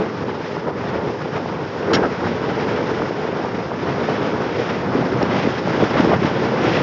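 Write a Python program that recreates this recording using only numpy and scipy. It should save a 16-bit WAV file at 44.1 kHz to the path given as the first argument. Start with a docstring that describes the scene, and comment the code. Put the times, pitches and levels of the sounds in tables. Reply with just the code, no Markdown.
"""Wind buffets and rushes over the microphone port of a small camera on a longboard, fast on an open asphalt road.
The wind is filtered noise that flutters, swells and dips; eddies and bumps are short pressure swings.
Below, the wheels drum the road grain into the deck (random taps that ring it) and the tread hisses (bright noise).
The board bumps over an iron cover that rattles (ringing noise bursts).
The recorder dulls the top, thins the deepest bass and clips the strongest swings flat."""
import sys
import numpy as np
from scipy import signal
from scipy.fft import rfft, irfft, next_fast_len
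from scipy.io import wavfile
from scipy.ndimage import uniform_filter1d

SR = 44100
rng = np.random.default_rng(int(sys.argv[2]) if len(sys.argv) > 2 else 0)


def makeup_ratio(level_db):
    """Linear amplitude ratio for a level in decibels (20 dB per factor of ten)."""
    decades = np.asarray(level_db, float) / 20
    return 10 ** decades


def int16_out(signal):
    """Quantize to a 16-bit WAV file."""
    q = np.round(np.clip(np.atleast_2d(signal).T, -1, 1) * 32767)
    wavfile.write(sys.argv[1], SR, q.astype(np.int16))


N = 300762

# How the ride gathers speed and the wind swings: t/s, strength/dB over a reference level, extra treble/dB
WIND_STRENGTH = [(0, -2, -0.5), (.5, -.5, 3), (.73, -0.5, -2), (.8, 1, 0.5), (.92, 3.5, -2),
                 (1.2, -0.5, -0.5), (1.42, 0.5, -0.5), (1.75, -.5, 3), (2.15, 2, 0.5), (2.75, 4, 2),
                 (3.2, 2, 1), (3.75, 0.5, 0.5), (3.95, 4.5, 1), (4.25, 4.5, 1.5), (4.45, 3, 2),
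                 (4.65, 3.5, 4), (4.85, 3, -0.5), (5.05, 5.5, -0.5), (5.25, 6, -1), (5.44, 5.5, 5.5),
                 (5.62, 4.5, 3.5), (6.05, 8, 2), (6.35, 5, 3), (6.55, 6.5, 1.5), (6.75, 7, 7),
                 (6.82, 8.5, 3)]
# Short swells and (minus) dips of the wind noise: t/s, length/s, change/dB, lean (about -1 dull to 1 bright)
SWELLS_AND_DIPS = [(0, 0.099, 7.5, -0.16), (0.09, 0.054, -0.5, -0.091), (.14, 0.035, -1.5, 0),
                   (0.228, .04, 2, -1.2), (0.292, .04, 4.5, -0.21), (.43, 0.055, 0.5, 1),
                   (0.62, 0.045, -3.5, -0.15), (0.678, 0.038, 3, -0.97), (.74, .04, -1.5, .2),
                   (.79, .04, 2, .5), (.88, .04, 2, 1), (.955, .04, 1, -.3), (1.0, .04, -2, 1),
                   (1.082, .05, 3.5, -0.17), (1.155, 0.066, -2, -0.11), (1.313, .04, -2, 0),
                   (1.228, 0.048, -0.5, -1.1), (1.366, .05, 3.5, 0.16), (1.49, 0.036, 1.5, -0.4),
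                   (1.668, .06, -0.5, -0.17), (2.108, .06, -1, 0), (2.247, 0.058, 2, -.5),
                   (3.022, 0.039, 1, 0), (3.13, .08, -1.2, 0), (3.563, .1, 2, 0.52),
                   (3.66, 0.064, -1.5, .2), (3.783, 0.052, -1.5, 0.14), (3.9, .05, 1, 1),
                   (4.065, 0.035, -5, -0.19), (4.1, .04, 3.5, -0.28), (4.177, 0.064, 2, 0.9),
                   (4.344, .05, 1.5, -1), (4.385, .04, -1.5, 1), (4.856, 0.046, -1.5, 0),
                   (4.964, 0.08, 1.5, -0.3), (5.02, .02, 4, 0), (5.085, .04, -2, 0), (5.222, 0.035, 2, 0),
                   (5.39, .08, 1, 0.93), (5.466, 0.032, 2.5, -0.65), (5.556, 0.067, -1, -1),
                   (5.62, 0.048, -3, .3), (5.83, 0.051, 3, -0.4), (5.884, 0.035, -2, -.6),
                   (5.986, 0.09, 2.5, 0.42), (6.132, 0.07, 2, -0.54), (6.184, .04, -3.5, 0.6),
                   (6.244, .04, 3.5, -0.11), (6.678, 0.054, 1.5, -1)]
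# Tone colours of the four noises, before each is set to its level: f/Hz, level/dB per Hz
BUFFET_COLOUR = [(15, -52.5), (25, -35), (43, -33), (88, -7), (125, -1.5), (180, -0.5), (300, -3.5),
                 (600, -10), (1200, -28), (3000, -51.5)]
RUSH_COLOUR = [(150, -26.5), (400, -0.5), (700, -0.5), (1000, -1.5), (1500, -5), (2050, -12.5),
               (3000, -29.5), (6000, -52)]
WHOOSH_COLOUR = [(700, -24), (1400, -2.5), (2000, -1), (2600, -4.5), (3400, -8.5), (4200, -16.5),
                 (6000, -30), (9000, -55)]
TREAD_HISS_COLOUR = [(2000, -26.5), (3500, -4), (4200, -4.5), (5150, -0.5), (5600, -3.5), (6200, -11.5),
                     (6900, -17), (9000, -17)]
# Thumps of eddies and road bumps: t/s, approximate peak level/dB, pitch f/Hz
EDDY_THUMPS = [(.2414, -12, 400), (.569, -10, 800), (.6637, -14, 348), (.6873, -10, 450), (.9599, -10, 400),
               (1.069, -13, 330), (1.46, -10.5, 700), (1.885, -8, 400), (1.9, -9, 400), (1.921, -9, 400),
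               (1.9426, -5, 330), (1.9534, -7, 346), (1.9657, -5.5, 430), (1.9949, -5, 367),
               (2.024, -8, 420), (2.0381, -5.5, 600), (2.049, -7, 500), (2.063, -8, 400),
               (2.2391, -10, 380), (2.4851, -10, 420), (2.6731, -11, 420), (2.822, -9.5, 390),
               (2.999, -11, 600), (3.0208, -7, 1000), (3.0295, -9, 400), (3.11, -8, 450),
               (3.4492, -8.5, 750), (3.5821, -12, 300), (3.7182, -9.5, 800), (4.0156, -11, 400),
               (4.0888, -5, 596), (4.2114, -10.5, 450), (4.3351, -9, 374), (4.5759, -13, 400),
               (4.9535, -4.5, 294), (4.9906, -6, 330), (5.0271, -8, 600), (5.129, -9, 298),
               (5.2186, -7, 760), (5.455, -7, 270), (5.6756, -5, 650), (5.2331, -4.2, 300),
               (5.4752, -2.7, 350), (5.8263, -.9, 400), (5.8355, -2.2, 330), (6.0027, 0, 300),
               (6.0502, -2.3, 355), (6.1179, -2.6, 760), (6.1344, -2, 668), (6.075, -4, 344),
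               (5.9587, -4.5, 493), (6.2252, -6.5, 297), (6.2497, -4, 227), (6.6479, -6, 407),
               (6.7772, -6, 500)]
# Resonances of the deck: f/Hz, width/Hz, relative level/dB
DECK_MODES = [(335, 120, -4.5), (436, 80, 1.5), (510, 80, -3), (916, 80, -11)]
# Roughness of the asphalt under the wheels: t/s, change on the deck/dB
ROAD_ROUGHNESS = [(0, 0), (.9, .5), (1.7, -.5), (2.3, 1), (3.3, 1.5), (3.7, 0), (4.5, 1.5), (5.5, 0),
                  (6.82, -.5)]
# Resonances of the iron cover: f/Hz, width/Hz, relative level/dB
COVER_MODES = [(1320, 70, 3), (1590, 150, 4.5), (1870, 200, 1.5), (2140, 90, -1), (2780, 350, -4),
               (3335, 150, -1), (4150, 400, -6.5), (4990, 250, -8), (5448, 55, 3), (5562, 50, 2.5),
               (6910, 200, -24)]
# Rattles of loose iron under the wheels: t/s, level before the band cut/dB, length/s, fade/s, top f/Hz
IRON_RATTLES = [(1.931, -17.5, .021, .011, 7500), (1.964, -25, .008, .014, 3000),
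                (2.02, -24, .012, .01, 1600), (2.034, -21.5, .022, .009, 1700),
                (5.226, -22, .003, .0015, 5500)]


def turbulence(colour, shared_db, flicker_db, flicker_rate):
    """Coloured noise in overlapping octave bands, each flickering alone on top of a shared flutter."""
    size = next_fast_len(N)
    octave = np.log2(np.maximum(np.arange(size // 2 + 1) * SR / size, 1))
    hz, db = np.transpose(colour)
    spectrum = rfft(rng.standard_normal(size)) * makeup_ratio(np.interp(octave, np.log2(hz), db))
    out = 0
    for centre in np.arange(np.floor(np.log2(hz[0])), np.log2(hz[-1]) + 1):
        share = np.cos(np.pi / 2 * np.clip(octave - centre, -1, 1)) ** 2
        octave_band = irfft(spectrum * share, size)[:N]
        out = out + octave_band * makeup_ratio(flicker_db * walk(flicker_rate))
    return out * makeup_ratio(shared_db)


def buffet(flutter, db):
    """Low buffeting as the flow over the port breaks up and rejoins."""
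    return in_band(turbulence(BUFFET_COLOUR, 1.1 * flutter, 1.1, 14), 70, 242, db)


def rush(flutter, db):
    """The middle of the wind noise, which flutters twice as deeply in dB as the buffeting."""
    return in_band(turbulence(RUSH_COLOUR, 2.2 * flutter, .9, 20), 645, 1600, db)


def whoosh(flutter, swing, db):
    """The brighter wind noise, which flutters and slowly wavers."""
    return in_band(turbulence(WHOOSH_COLOUR, 1.86 * flutter + swing, 1.0, 30), 1700, 3300, db)


def thumps():
    """Each is a push between two smaller pulls; also returns how far the port is blocked, from 0 to 1."""
    out, blocked, t = np.zeros(N), np.zeros(N), np.arange(N) / SR
    swell_cycles = .9  # sets how many cycles fit into a thump
    for s, db, hz in EDDY_THUMPS:
        near = np.abs(t - s) < .02
        turn = (t[near] - s) * hz
        swell = np.exp(-(turn / swell_cycles) ** 2 * 2.5)
        push = np.cos(2 * np.pi * turn) * swell
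        balanced = push - swell * push.sum() / swell.sum()  # no lasting pressure is left
        out[near] += makeup_ratio(db) * balanced
        blocked[near] = np.maximum(blocked[near], swell)
    return out, blocked


def deck(db):
    """Road grain under the wheels: dense uneven taps that ring the wooden deck."""
    taps_per_s = 700
    strength_db = np.minimum(4.3 * rng.exponential(size=N), 9)
    taps = rng.standard_normal(N) * makeup_ratio(strength_db) * (rng.random(N) < taps_per_s / SR)
    soft = band(taps, 55, 1500)  # the urethane wheels round every tap
    drumming = ring(soft * makeup_ratio(0.36 * walk(35)), DECK_MODES)
    return in_band(drumming, 210, 650, db)


def cover():
    """The loose lid chatters in its frame under the wheels: uneven noise that rings, plus a broad scrape."""
    out, t = 0, np.arange(N) / SR
    chatter = rng.standard_normal(N) * makeup_ratio(0.75 * walk(300))
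    ringing = level(ring(chatter, COVER_MODES), 0)
    low_pass = signal.butter(1, 2500, fs=SR, output="sos")
    scrape = signal.sosfilt(low_pass, rng.standard_normal(N) * makeup_ratio(4.5 * walk(400)))
    iron = ringing + level(scrape, -5)  # wheel on iron, 5 dB under the ringing
    for s, db, length, fade, top_hz in IRON_RATTLES:
        rise = np.clip((t - s) / 0.004, 0, 1)
        fall = np.exp(-np.clip(t - s - length, 0, None) / fade)
        out = out + makeup_ratio(db) * rise * fall * band(iron, 880, top_hz)
    return out


def tread_hiss(flutter, swing, db):
    """Hiss of the tread: bright noise that flutters and wavers along with the wind."""
    return in_band(turbulence(TREAD_HISS_COLOUR, 1.8 * flutter + swing, 0.99, 30), 4000, 6500, db)


def swell_levels(t):
    """Adds up the short swells and dips as smooth bumps in dB, for the dull, middle and bright sounds."""
    dull, middle, bright = 0, 0, 0
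    for at, length, db, lean in SWELLS_AND_DIPS:
        bump = db * np.exp(-((t - at) / length * 2) ** 2)
        dull = dull + (1 - lean) * bump
        middle = middle + bump
        bright = bright + (1 + lean) * bump
    return dull, middle, bright


def crossing(t):
    """How far the wheels are on the ribbed cover, 0 to 1: a straight rise, a hold and a straight fall."""
    start_s, rise_s, hold_s, fall_s = 1.795, .13, 0.087, 0.1
    end_s = start_s + rise_s + hold_s
    return np.clip(np.minimum((t - start_s) / rise_s, 1 - (t - end_s) / fall_s), 0, 1)


def levels():
    """Levels in dB of buffeting, deck, rush, whoosh and hiss from the wind, swells, road and crossing."""
    t = np.arange(N) / SR
    s, strength_db, treble_db = np.transpose(WIND_STRENGTH)
    strength, treble = np.interp(t, s, strength_db), np.interp(t, s, treble_db)
    dull, middle, bright = swell_levels(t)
    cross = crossing(t)
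    air_db = 6.5 * cross  # the low and middle wind noise also rises at the cover
    road_db = np.interp(t, *np.transpose(ROAD_ROUGHNESS))
    # each has a level at strength 0 and changes by so many dB per dB of strength
    buffet_db = -31 + 1.12 * strength + dull + air_db
    deck_db = -29.5 + 0.64 * strength + road_db + .7 * dull + 8.5 * cross  # drums harder on the cover
    rush_db = -33 + strength + middle + air_db
    whoosh_db = -42 + 1.064 * strength + treble + bright
    hiss_db = -50 + 0.79 * strength + .8 * treble + .5 * bright
    return buffet_db, deck_db, rush_db, whoosh_db, hiss_db


def level(x, db):
    """Scale to an rms level."""
    return x * makeup_ratio(db) / np.sqrt(np.mean(x ** 2))


def in_band(x, lo_hz, hi_hz, db):
    """Set a layer so that its main band follows the level curve."""
    return x * makeup_ratio(db) / np.sqrt(np.mean(band(x, lo_hz, hi_hz) ** 2))


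def band(x, lo_hz, hi_hz):
    """The part of a sound between two frequencies."""
    return signal.sosfilt(signal.butter(3, [lo_hz, hi_hz], "band", fs=SR, output="sos"), x)


def ring(x, modes):
    """Sum of two-pole resonances with alternating sign."""
    out = 0
    for k, (hz, width, db) in enumerate(modes):
        resonance = signal.iirpeak(hz, hz / width, fs=SR)
        out = out + (-1) ** k * makeup_ratio(db) * signal.lfilter(*resonance, x)
    return out


def walk(rate):
    """Random levels held 1 / rate s and smoothed twice; spread near 1."""
    k = int(SR / rate)
    steps = np.repeat(rng.standard_normal(N // k + 1), k)
    return 1.06 * uniform_filter1d(uniform_filter1d(steps, k), k)[:N]


def scene():
    """Wind at the port, wheels below."""
    buffet_db, deck_db, rush_db, whoosh_db, hiss_db = levels()
    flutter = 0.42 * walk(35) + 0.64 * walk(90)  # the flow over the port breaks up and rejoins
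    swing = .7 * walk(12)  # the treble wavers
    wind = buffet(flutter, buffet_db) + rush(flutter, rush_db) + whoosh(flutter, swing, whoosh_db)
    eddies, blocked = thumps()
    # an eddy on the port masks the wind and the deck for a moment
    around = (wind + deck(deck_db)) * (1 - .85 * blocked)
    return (around + eddies + cover() + tread_hiss(flutter, swing, hiss_db))[None]


def top_cut(x):
    """Nothing passes above the cut-off."""
    return signal.sosfilt(signal.butter(12, 16000, fs=SR, output="sos"), x)


def record(dry):
    """The recorder cuts the top steeply and the deepest bass, adds a faint hiss and clips flat."""
    top_hz, bass_hz, full_scale = 7015, 30, .707
    narrow = signal.sosfilt(signal.cheby1(10, .5, top_hz, fs=SR, output="sos"), dry)
    narrow = signal.sosfiltfilt(signal.butter(2, bass_hz, "high", fs=SR, output="sos"), narrow)
    own_hiss = level(band(rng.standard_normal(N), 7600, 8700), -92)
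    clipped = np.clip(narrow + own_hiss, -full_scale, full_scale)
    return top_cut(clipped)


dry = scene()
out = record(dry)
int16_out(out)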